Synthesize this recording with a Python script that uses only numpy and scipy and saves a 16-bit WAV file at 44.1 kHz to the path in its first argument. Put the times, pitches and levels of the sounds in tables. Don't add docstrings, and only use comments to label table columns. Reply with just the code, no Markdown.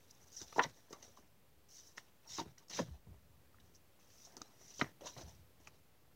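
import sys
import numpy as np
from scipy import signal
from scipy.fft import rfft, irfft, next_fast_len
from scipy.io import wavfile
from scipy.ndimage import uniform_filter1d

SR = 44100
rng = np.random.default_rng(int(sys.argv[2]) if len(sys.argv) > 2 else 0)


def field_ratio(decibels):
    return 10 ** (np.asarray(decibels, dtype=float) / 20)


def digitize_waveform(pressure):
    field = np.atleast_2d(pressure).T
    bounded = np.clip(field, -1, 1)
    quanta = np.round(bounded * 32767).astype(np.int16)
    wavfile.write(sys.argv[1], SR, quanta)


N = 271347


def slides():
    # frequency in Hz, density in dB per Hz.
    hiss_spectrum = [(3000, -33.5), (4400, -12), (5100, -3.5), (5800, 0), (6500, -1.5), (7200, -10),
                     (8200, -25), (15500, -49)]
    scrape_spectrum = [(1400, -14.5), (1950, -10), (2450, -12.5), (2900, -6.5), (3400, -8.5), (3900, -3.5),
                       (4500, -9), (5500, -14), (8000, -39.5)]
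    body_spectrum = [(120, -2.5), (300, 2), (500, -1.5), (900, -2), (1400, -9.5), (1900, -9.5),
                     (2600, -18.5), (4000, -27.5)]
    air_spectrum = [(6500, -24.5), (7500, 1.5), (9000, -3.5), (12000, -5.5), (15500, -2)]
    hiss_db, hiss_hz = dragged(1, rest=-120), dragged(2, rest=5800)
    scrape_db, body_db = dragged(3, rest=-120), dragged(4, rest=-120)

    air = field_ratio(-68.5 + 0.54 * (hiss_db + 56.5))
    held = field_ratio(-86.5 + 2.5 * drift(per_s=8.8))
    body = np.minimum(field_ratio(body_db) + held, field_ratio(-57))

    catch_db, catches_per_s = 1.8, 450
    stutter_db, stutters_per_s = 1, 70
    hiss, scrape, body = [
        level * field_ratio(catch_db * drift(catches_per_s) + stutter_db * drift(stutters_per_s))
        for level in (field_ratio(hiss_db), field_ratio(scrape_db), body)]

    slips = fibres(per_s=9000, spread_db=1.5)
    narrow = sliding_resonance(slips, hiss_hz, width_hz=600)
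    hissing = colour(hiss * slips, hiss_spectrum) + field_ratio(-9) * hiss * narrow
    scraping = colour(scrape * fibres(per_s=4000, spread_db=0.0), scrape_spectrum)
    shaking = colour(body * fibres(per_s=1500, spread_db=1.5), body_spectrum)
    return (patchy(hissing, patchy_db=3, size=8)
            + patchy(scraping + shaking, patchy_db=3.5, size=20)
            + colour(air * rng.standard_normal(N), air_spectrum))


def dragged(column, rest):
    # time in seconds, hiss level in dB, hiss resonance in Hz, coarse scrape level in dB,
    # card body level in dB.
    drag_runs = [
        [(0.111, -53.5, 5600, -84, -94), (0.125, -89, 5670, -84, -84), (0.153, -71, 5670, -85, -95),
         (0.161, -84, 5600, -79, -90), (0.245, -69.5, 5800, -82, -79), (0.253, -82, 5850, -87, -82),
         (0.283, -66, 5800, -83, -81), (0.3, -80, 5800, -75, -89)],
        [(0.303, -72, 5940, -80, -90), (0.31, -76, 5940, -83, -86), (0.33, -60, 5940, -77, -78),
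         (0.352, -61, 5890, -73, -78), (0.362, -59, 5800, -76, -92), (0.372, -54, 5840, -70, -81),
         (0.392, -57, 5830, -72, -82), (0.412, -56, 5790, -62, -73)],
        [(0.64, -48.5, 5600, -43, -45), (0.652, -66, 5600, -60.5, -20), (0.672, -75, 5590, -72, -65),
         (0.698, -65.5, 5530, -68, -68), (0.724, -85, 5690, -78, -74), (0.762, -73.5, 5770, -78, -75),
         (0.88, -85, 5830, -85, -80)],
        [(1.685, -80, 5730, -92, -90), (1.689, -70, 5760, -85, -100), (1.753, -60, 5950, -74.5, -87),
         (1.791, -61.5, 5890, -69.5, -85), (1.827, -71, 5930, -74, -88), (1.879, -64.5, 5970, -80, -79),
         (1.945, -84, 5920, -89, -100)],
        [(2.23, -89, 5940, -81, -85.5), (2.264, -77, 5800, -78, -80), (2.298, -54.5, 5600, -64.5, -83),
         (2.324, -53, 5500, -61, -87), (2.336, -52.5, 5470, -58.5, -79), (2.35, -52, 5400, -59.5, -89),
         (2.376, -53, 5470, -59.5, -61), (2.38, -46, 5540, -57, -51)],
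        [(2.698, -53, 5720, -64, -78), (2.71, -59, 5700, -55, -60), (2.72, -59.5, 5900, -58, -74),
         (2.774, -45, 6000, -50, -70), (2.788, -53, 5880, -51, -42)],
        [(3.07, -95, 5800, -95, -81), (3.11, -96, 5800, -95, -76.5), (3.2, -97, 5800, -93, -88)],
        [(3.6, -75, 5960, -67.5, -87), (3.618, -93, 5870, -91, -76), (3.656, -81, 5820, -86, -88),
         (3.728, -91, 5910, -94, -82), (3.756, -70, 5890, -80, -87), (3.79, -95, 5900, -92, -92)],
        [(3.99, -90, 6010, -92, -78), (3.998, -80, 6030, -79, -94), (4.068, -80, 5880, -85.5, -88),
         (4.106, -71.5, 5930, -77, -90), (4.166, -69.5, 5960, -82, -78), (4.242, -65, 5880, -74, -101),
         (4.256, -61.5, 5860, -75, -81), (4.316, -77, 5730, -82, -70)],
        [(4.58, -79, 5770, -90, -82), (4.616, -67.5, 5800, -79, -70), (4.646, -69.5, 5890, -72, -83),
         (4.682, -65.5, 5940, -77, -77), (4.704, -65, 5920, -70, -73), (4.76, -61.5, 5840, -71, -87),
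         (4.784, -60, 5900, -71, -81), (4.792, -62, 5960, -65, -72)],
        [(5.165, -73, 5990, -73, -57), (5.181, -59, 5990, -58, -53), (5.191, -65, 5980, -66, -56),
         (5.219, -60.5, 5950, -61.5, -64), (5.251, -77, 5800, -77, -76), (5.289, -66, 5920, -71.5, -68),
         (5.415, -90, 5700, -93, -100)],
        [(0.0, -81, 5720, -80, -93), (0.04, -80, 5930, -81, -86), (0.068, -87, 5750, -85, -100),
         (0.106, -72, 5610, -72, -99)],
        [(0.418, -51, 5900, -55, -62), (0.456, -71.5, 5860, -78, -78), (0.482, -64, 5900, -68, -80.5),
         (0.521, -69, 5920, -72, -78)],
        [(0.527, -59, 5870, -65.5, -60), (0.541, -67, 5860, -66.5, -85), (0.583, -52, 5600, -66, -35.5)],
        [(0.598, -63, 5760, -58, -31), (0.608, -72, 5780, -74, -40), (0.636, -47.5, 5790, -49, -49)],
        [(0.895, -84, 5840, -79, -76), (0.907, -67, 5860, -81, -85), (0.919, -71, 5870, -89, -64),
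         (0.924, -66, 5870, -78, -68)],
        [(0.93, -54.5, 6160, -60.5, -51), (0.944, -73, 6100, -75, -67), (0.978, -77, 6000, -78, -73),
         (1.021, -78, 5780, -81, -68)],
        [(1.027, -58.5, 6000, -60.5, -67), (1.037, -64, 5800, -69, -72), (1.153, -80.5, 5820, -87, -77),
         (1.165, -84, 5960, -85, -78)],
        [(1.172, -72.5, 6070, -72, -74), (1.234, -86, 5790, -94, -74), (1.262, -94, 5690, -91, -83),
         (1.28, -82, 5870, -85, -90)],
        [(1.966, -78, 5720, -77, -90), (1.978, -55.5, 5730, -58.5, -61), (2.02, -80, 5720, -81, -79),
         (2.1, -87, 5820, -81, -75)],
        [(2.384, -56, 5430, -52, -47), (2.402, -53, 5460, -47.5, -37), (2.442, -77, 5620, -74, -70.5),
         (2.52, -83, 5660, -81, -70.5)],
        [(2.581, -61.5, 5700, -67, -71), (2.595, -73, 5720, -72, -79), (2.615, -91, 5760, -79, -76),
         (2.64, -79, 5780, -78, -78)],
        [(2.683, -64, 5640, -79, -92), (2.694, -75, 5640, -84, -75)],
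        [(2.792, -56, 5850, -48, -38), (2.799, -50, 5810, -53.5, -36), (2.85, -73, 5970, -70, -70),
         (2.98, -86, 5800, -84, -77)],
        [(4.323, -66, 5610, -77, -81), (4.337, -77, 5620, -85, -70), (4.366, -80, 5670, -83, -75)],
        [(4.37, -56, 5930, -69, -60), (4.388, -78, 5930, -82, -74), (4.414, -77, 5910, -81, -61)],
        [(4.417, -64, 5600, -61, -63), (4.437, -77, 5590, -75, -78), (4.465, -79, 5680, -79, -78),
         (4.57, -79, 5840, -84, -72.5)],
        [(4.794, -57, 5700, -53, -52), (4.818, -54, 5600, -59, -37), (4.838, -66, 5730, -71, -57),
         (4.92, -85, 5770, -80, -75)],
        [(5.009, -68, 5820, -60.5, -64), (5.023, -74, 5790, -77, -66.5), (5.037, -68, 5580, -69, -79),
         (5.056, -67, 5650, -60, -61)],
        [(5.059, -59, 6100, -56.5, -59), (5.077, -52, 6000, -57.5, -65), (5.125, -70.5, 5840, -70, -79),
         (5.16, -67, 5780, -76, -76)],
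        [(5.6, -76, 5830, -90, -78), (5.64, -82, 5890, -82, -80), (5.652, -76, 5930, -76, -77),
         (5.666, -90, 5970, -75, -69)],
        [(5.673, -57.5, 5600, -77, -66), (5.701, -97, 5810, -80, -82.5), (5.743, -85, 5770, -81, -79),
         (5.8, -86, 5750, -96, -92)],
    ]
    pause_s = 0.03
    t, runs = np.arange(N) / SR, sorted(drag_runs)
    rows = np.concatenate(runs)
    out = np.interp(t, rows[:, 0], rows[:, column])
    for before, after in zip(runs, runs[1:] + [[(np.inf,)]]):
        if after[0][0] - before[-1][0] > pause_s:
            out[(t > before[-1][0]) & (t < after[0][0])] = rest
    return out


def fibres(per_s, spread_db):
    size = field_ratio(spread_db * np.minimum(rng.exponential(1, N), 5)) * rng.choice([-1., 1.], N)
    return evened(size * (rng.random(N) < per_s / SR))


def patchy(x, patchy_db, size):
    z = signal.stft(x, nperseg=256, noverlap=192)[2]
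    noise = rng.standard_normal(z.shape[::-1])
    in_time = uniform_filter1d(noise, size=size, axis=0)
    patches = uniform_filter1d(in_time, size=2, axis=1)
    return signal.istft(z * field_ratio(patchy_db * evened(patches).T), nperseg=256, noverlap=192)[1][:N]


def sliding_resonance(x, hz, width_hz):
    turn = np.exp(2j * np.pi * np.cumsum(hz) / SR)
    r = np.exp(-np.pi * width_hz / SR)
    return evened((turn * signal.lfilter([1], [1, -2 * r, r * r], x / turn)).real)


def snaps():
    # start in seconds, peak in dB before the filters, pitch in Hz, decay of the burst in seconds.
    buckle_rows = [(0.414, -49.5, 336, 0.0044), (.526, -46, 1170, 0.0046), (0.562, -41.5, 364, 0.018),
                   (.561, -38.5, 880, 0.018), (0.5825, -31.5, 430, 0.0073), (.583, -23, 800, 0.01),
                   (.5905, -19.5, 918, 0.02), (.594, -19.5, 1795, 0.01), (0.596, -26.5, 450, 0.0064),
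                   (0.593, -40, 3170, .004), (.598, -29, 2650, 0.0045), (.61, -32, 990, 0.0094),
                   (.596, -22.5, 1390, 0.0071), (.64, -33, 1920, 0.014), (.646, -33.5, 900, 0.0082),
                   (0.907, -46.5, 454, 0.013), (.934, -46, 1080, 0.016), (1.026, -56.5, 494, 0.017),
                   (1.079, -56.5, 490, 0.017), (1.173, -51.5, 1050, 0.01), (1.185, -57.5, 745, 0.005),
                   (1.976, -44, 1940, 0.0032), (1.98, -34, 1770, 0.0051), (2.26, -59, 886, 0.035),
                   (2.383, -40, 336, 0.0066), (2.385, -34, 1120, 0.0063), (2.394, -33, 924, 0.014),
                   (2.392, -38, 321, 0.005), (2.406, -53, 3800, 0.0036), (2.418, -43, 930, 0.0038),
                   (2.41, -37.5, 313, 0.013), (2.578, -57, 1910, .004), (2.699, -57, 1930, 0.016),
                   (2.703, -61, 4280, 0.0074), (2.716, -50, 1850, .012), (2.74, -45, 3100, .01),
                   (2.783, -43, 560, .004), (2.789, -36, 420, 0.0037), (2.7905, -30.5, 950, 0.0023),
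                   (2.796, -27.5, 535, 0.01), (2.793, -31.5, 1760, 0.0041), (2.799, -29, 251, 0.011),
                   (3.0695, -59, 460, 0.002), (3.07, -63.5, 900, .002), (3.544, -57, 1231, 0.0037),
                   (3.585, -59, 1730, .004), (4.271, -58, 705, 0.013), (4.3225, -64, 890, 0.002),
                   (4.366, -54, 257, 0.0087), (4.368, -51.5, 900, 0.002), (4.414, -50, 277, 0.0091),
                   (4.416, -41.5, 1225, 0.0016), (4.794, -48, 556, 0.0065), (4.797, -42.5, 980, 0.004),
                   (4.812, -35, 620, 0.0089), (4.813, -20, 1983, 0.0062), (4.8135, -25, 1217, 0.0071),
                   (4.815, -26.5, 3850, 0.0044), (4.817, -31.5, 405, 0.0026), (4.8195, -27.5, 245, 0.001),
                   (4.834, -43, 340, 0.012), (4.844, -40, 1850, 0.02), (5.0095, -50.5, 647, 0.0032),
                   (5.019, -46.5, 535, 0.0092), (5.035, -48.5, 606, 0.0072), (5.047, -46, 497, 0.0048),
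                   (5.058, -47.5, 614, 0.019), (5.065, -45, 960, 0.024), (5.074, -40, 3700, .01),
                   (5.169, -51, 716, 0.033), (5.184, -49.5, 755, 0.015), (5.198, -52, 510, 0.0085),
                   (5.213, -53, 670, .01), (5.673, -42, 2500, 0.0069), (5.674, -51, 1120, 0.0032)]
    # multiple of the pitch, level in dB,
    # cycles until 60 dB down (for pitches of 1 kHz and above).
    card_modes = [(.62, -12, 39.5), (.8, 2.5, 16), (1.01, 11, 18.5), (1.2, -15.5, 23.5), (1.45, 0.5, 19),
                  (1.9, -2, 24), (2.5, -36, 17.5)]
    # start in seconds, peak in dB before the filters.
    tick_rows = [(0.1105, -48), (0.4162, -36), (.5253, -55), (0.64, -34), (0.929, -40), (1.0271, -49),
                 (1.968, -51), (1.9814, -42), (2.383, -41), (2.393, -40), (2.403, -36), (2.583, -56),
                 (2.6845, -56), (2.701, -42), (3.749, -54), (4.3228, -53), (4.368, -35.5), (4.4177, -33.5),
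                 (4.795, -37), (5.009, -64), (5.059, -44), (5.1783, -59), (5.672, -54)]
    # nominal frequency in Hz, level in dB, time until 60 dB down in seconds.
    edge_modes = [(4320, -12, 0.0024), (5050, 2.5, 0.0043), (5930, 1.5, 0.0055), (6400, -5.5, 0.0045)]

    buckles = pitched(buckle_rows, card_modes, rise_cycles=0.35, ring_with_pitch=0.62)
    buckles = signal.sosfilt(signal.butter(2, 4500, fs=SR, output="sos"), buckles)
    ticks = np.zeros(N)
    for s, db in tick_rows:
        add(ticks, s, field_ratio(db) * ring(edge_modes, length=0.002, rise=0.00015))
    ticks = signal.sosfilt(signal.butter(4, 7400, fs=SR, output="sos"), ticks)
    return signal.sosfilt(signal.butter(2, 130, "high", fs=SR, output="sos"), buckles + ticks)


def pitched(events, shape, rise_cycles, ring_with_pitch):
    out = np.zeros(N)
    for s, db, hz, length in events:
        lasting = min(hz / 1000, 1) ** ring_with_pitch
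        modes = [(multiple * hz, mode_db, lasting * cycles / (multiple * hz))
                 for multiple, mode_db, cycles in shape]
        add(out, s, field_ratio(db) * ring(modes, length, rise=rise_cycles / hz))
    return out


def ring(modes, length, rise):
    t = np.arange(8192) / SR
    when, size, bend = rng.random((3, len(t)))
    patter = (when < 900 / SR) * (2 * size - 1)
    push = 0.65 * patter * np.exp(-t / length)
    push[0] = 1
    detune = 1 + 0.064 * (bend - .5)
    tap = sum(field_ratio(db - 60 * t / t60) * np.sin(2 * np.pi * hz * d * t)
              for (hz, db, t60), d in zip(modes, detune))
    softened = tap * (1 - np.exp(-t / rise)) ** 2
    out = signal.fftconvolve(push, softened)
    return out / abs(out).max()


def bumps():
    # start in seconds, peak in dB, pitch in Hz.
    thump_rows = [(.418, -58.5, 79.4), (0.565, -55, 184.2), (0.656, -46.5, 144.2), (2.307, -63.5, 126.6),
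                  (2.387, -48, 174.3), (2.464, -45, 170), (2.745, -52, 159.5), (2.807, -37.5, 157.4),
                  (2.884, -50.5, 125), (2.902, -40.5, 68), (3.069, -54.5, 180.5), (3.083, -45.5, 88),
                  (3.104, -50.5, 73.4), (4.815, -39, 142), (5.042, -65.5, 151.3), (5.17, -58.5, 134),
                  (5.232, -49, 66.4), (5.276, -50, 75.4), (5.309, -59, 79), (5.39, -59, 85.5)]
    # multiple of the pitch, level in dB, cycles until 60 dB down.
    desk_modes = [(0.701, -11, 18), (1.011, -1, 13), (1.599, -22, 8)]
    # time in seconds, level in dB.
    rumble_rows = [(0, -73), (.2, -71), (.8, -78.5), (1.1, -72.5), (1.6, -75.5), (2.1, -76.5), (2.6, -77.5),
                   (3.2, -69.5), (3.649, -68), (3.95, -77.5), (4.07, -73), (4.3, -76.5), (5., -72.5),
                   (5.449, -69.5), (5.749, -73), (5.999, -74), (6.15, -67)]
    # frequency in Hz, density in dB per Hz.
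    rumble_spectrum = [(30, -51.5), (50, 7), (65, 9), (110, 5.5), (170, 6), (300, -5.5), (600, -35.5)]
    thump_s = 0.013
    shudder_db, shudder_s = -5.5, 0.059
    calm_hz, top_db = 83.7, -59.5

    s, db = np.transpose(rumble_rows)
    calm = field_ratio(np.interp(np.arange(N) / SR, s, db) + 1 * drift(per_s=17))
    stirred = [swell(s + thump_s, 2 * thump_s, shudder_s, db + shudder_db, bend=0.92)
               for s, db, _ in thump_rows]
    level = calm + sum(stirred)
    hz = (calm * calm_hz + sum(gain * row[2] for gain, row in zip(stirred, thump_rows))) / level
    wide = colour(rng.standard_normal(N), rumble_spectrum)
    tuned = sliding_resonance(rng.standard_normal(N), hz, width_hz=70)
    rumble = np.minimum(level, field_ratio(top_db)) * evened(tuned + 0.83 * wide)

    landings = [(s, db, pitch, thump_s) for s, db, pitch in thump_rows]
    return rumble + pitched(landings, desk_modes, rise_cycles=0.096, ring_with_pitch=0)


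def swell(s, rise, fall, db, bend):
    edge_db = -30.5
    t = np.arange(N) / SR - s
    on = slice(*np.searchsorted(t, [-2 * rise, 5 * fall]))
    shape = np.where(t[on] < 0, (t[on] / rise) ** 2, abs(t[on] / fall) ** bend)
    out = np.zeros(N)
    out[on] = field_ratio(db + edge_db * shape)
    return out


def room(x):
    t60 = 0.14
    at = np.arange(120, SR // 2, 8)
    taps = np.zeros(SR // 2 + 8)
    decay = field_ratio(-60 * at / SR / t60)
    taps[at + rng.integers(0, 8, len(at))] = rng.choice([-1., 1.], len(at)) * decay
    return signal.fftconvolve(x, taps / np.linalg.norm(taps))[:N]


def background():
    # frequency in Hz, density in dB per Hz.
    floor_spectrum = [(35, -47), (60, -37.5), (113, -0.5), (232, -4.5), (549, -4.5), (661, -8.5),
                      (1430, -13), (2800, -15), (8980, -21.5), (14600, -17.5), (15700, -17)]
    waver_db = 0.8 * drift(per_s=2)
    return field_ratio(-71 + waver_db) * colour(rng.standard_normal(N), floor_spectrum)


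def evened(x):
    return x / np.sqrt(np.mean(x ** 2) + 1e-20)


def colour(x, points):
    hz, db = np.transpose(points)
    size = next_fast_len(len(x))
    f = np.fft.rfftfreq(size, 1 / SR)
    gain = evened(field_ratio(np.interp(np.log(f + 1), np.log(hz + 1), db)))
    return irfft(rfft(x, size) * gain, size)[:len(x)]


def drift(per_s):
    width = int(SR / per_s)
    return evened(uniform_filter1d(uniform_filter1d(rng.standard_normal(N), width), width))


def add(mix, s, sound):
    part = mix[round(s * SR):][:len(sound)]
    part += sound[:len(part)]


def scene():
    cards = slides() + snaps()
    echo = field_ratio(-20) * room(cards)
    return (cards + echo + bumps() + background())[None]


def band_limit(x):
    return signal.sosfilt(signal.butter(12, 15850, fs=SR, output="sos"), x)


def record(dry):
    cut = signal.sosfilt(signal.butter(4, 52, "high", fs=SR, output="sos"), dry)
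    limited = signal.sosfilt(signal.ellip(10, .3, 70, 15800, fs=SR, output="sos"), cut)
    return band_limit(limited - .0004)


dry = scene()
out = record(dry)
digitize_waveform(out)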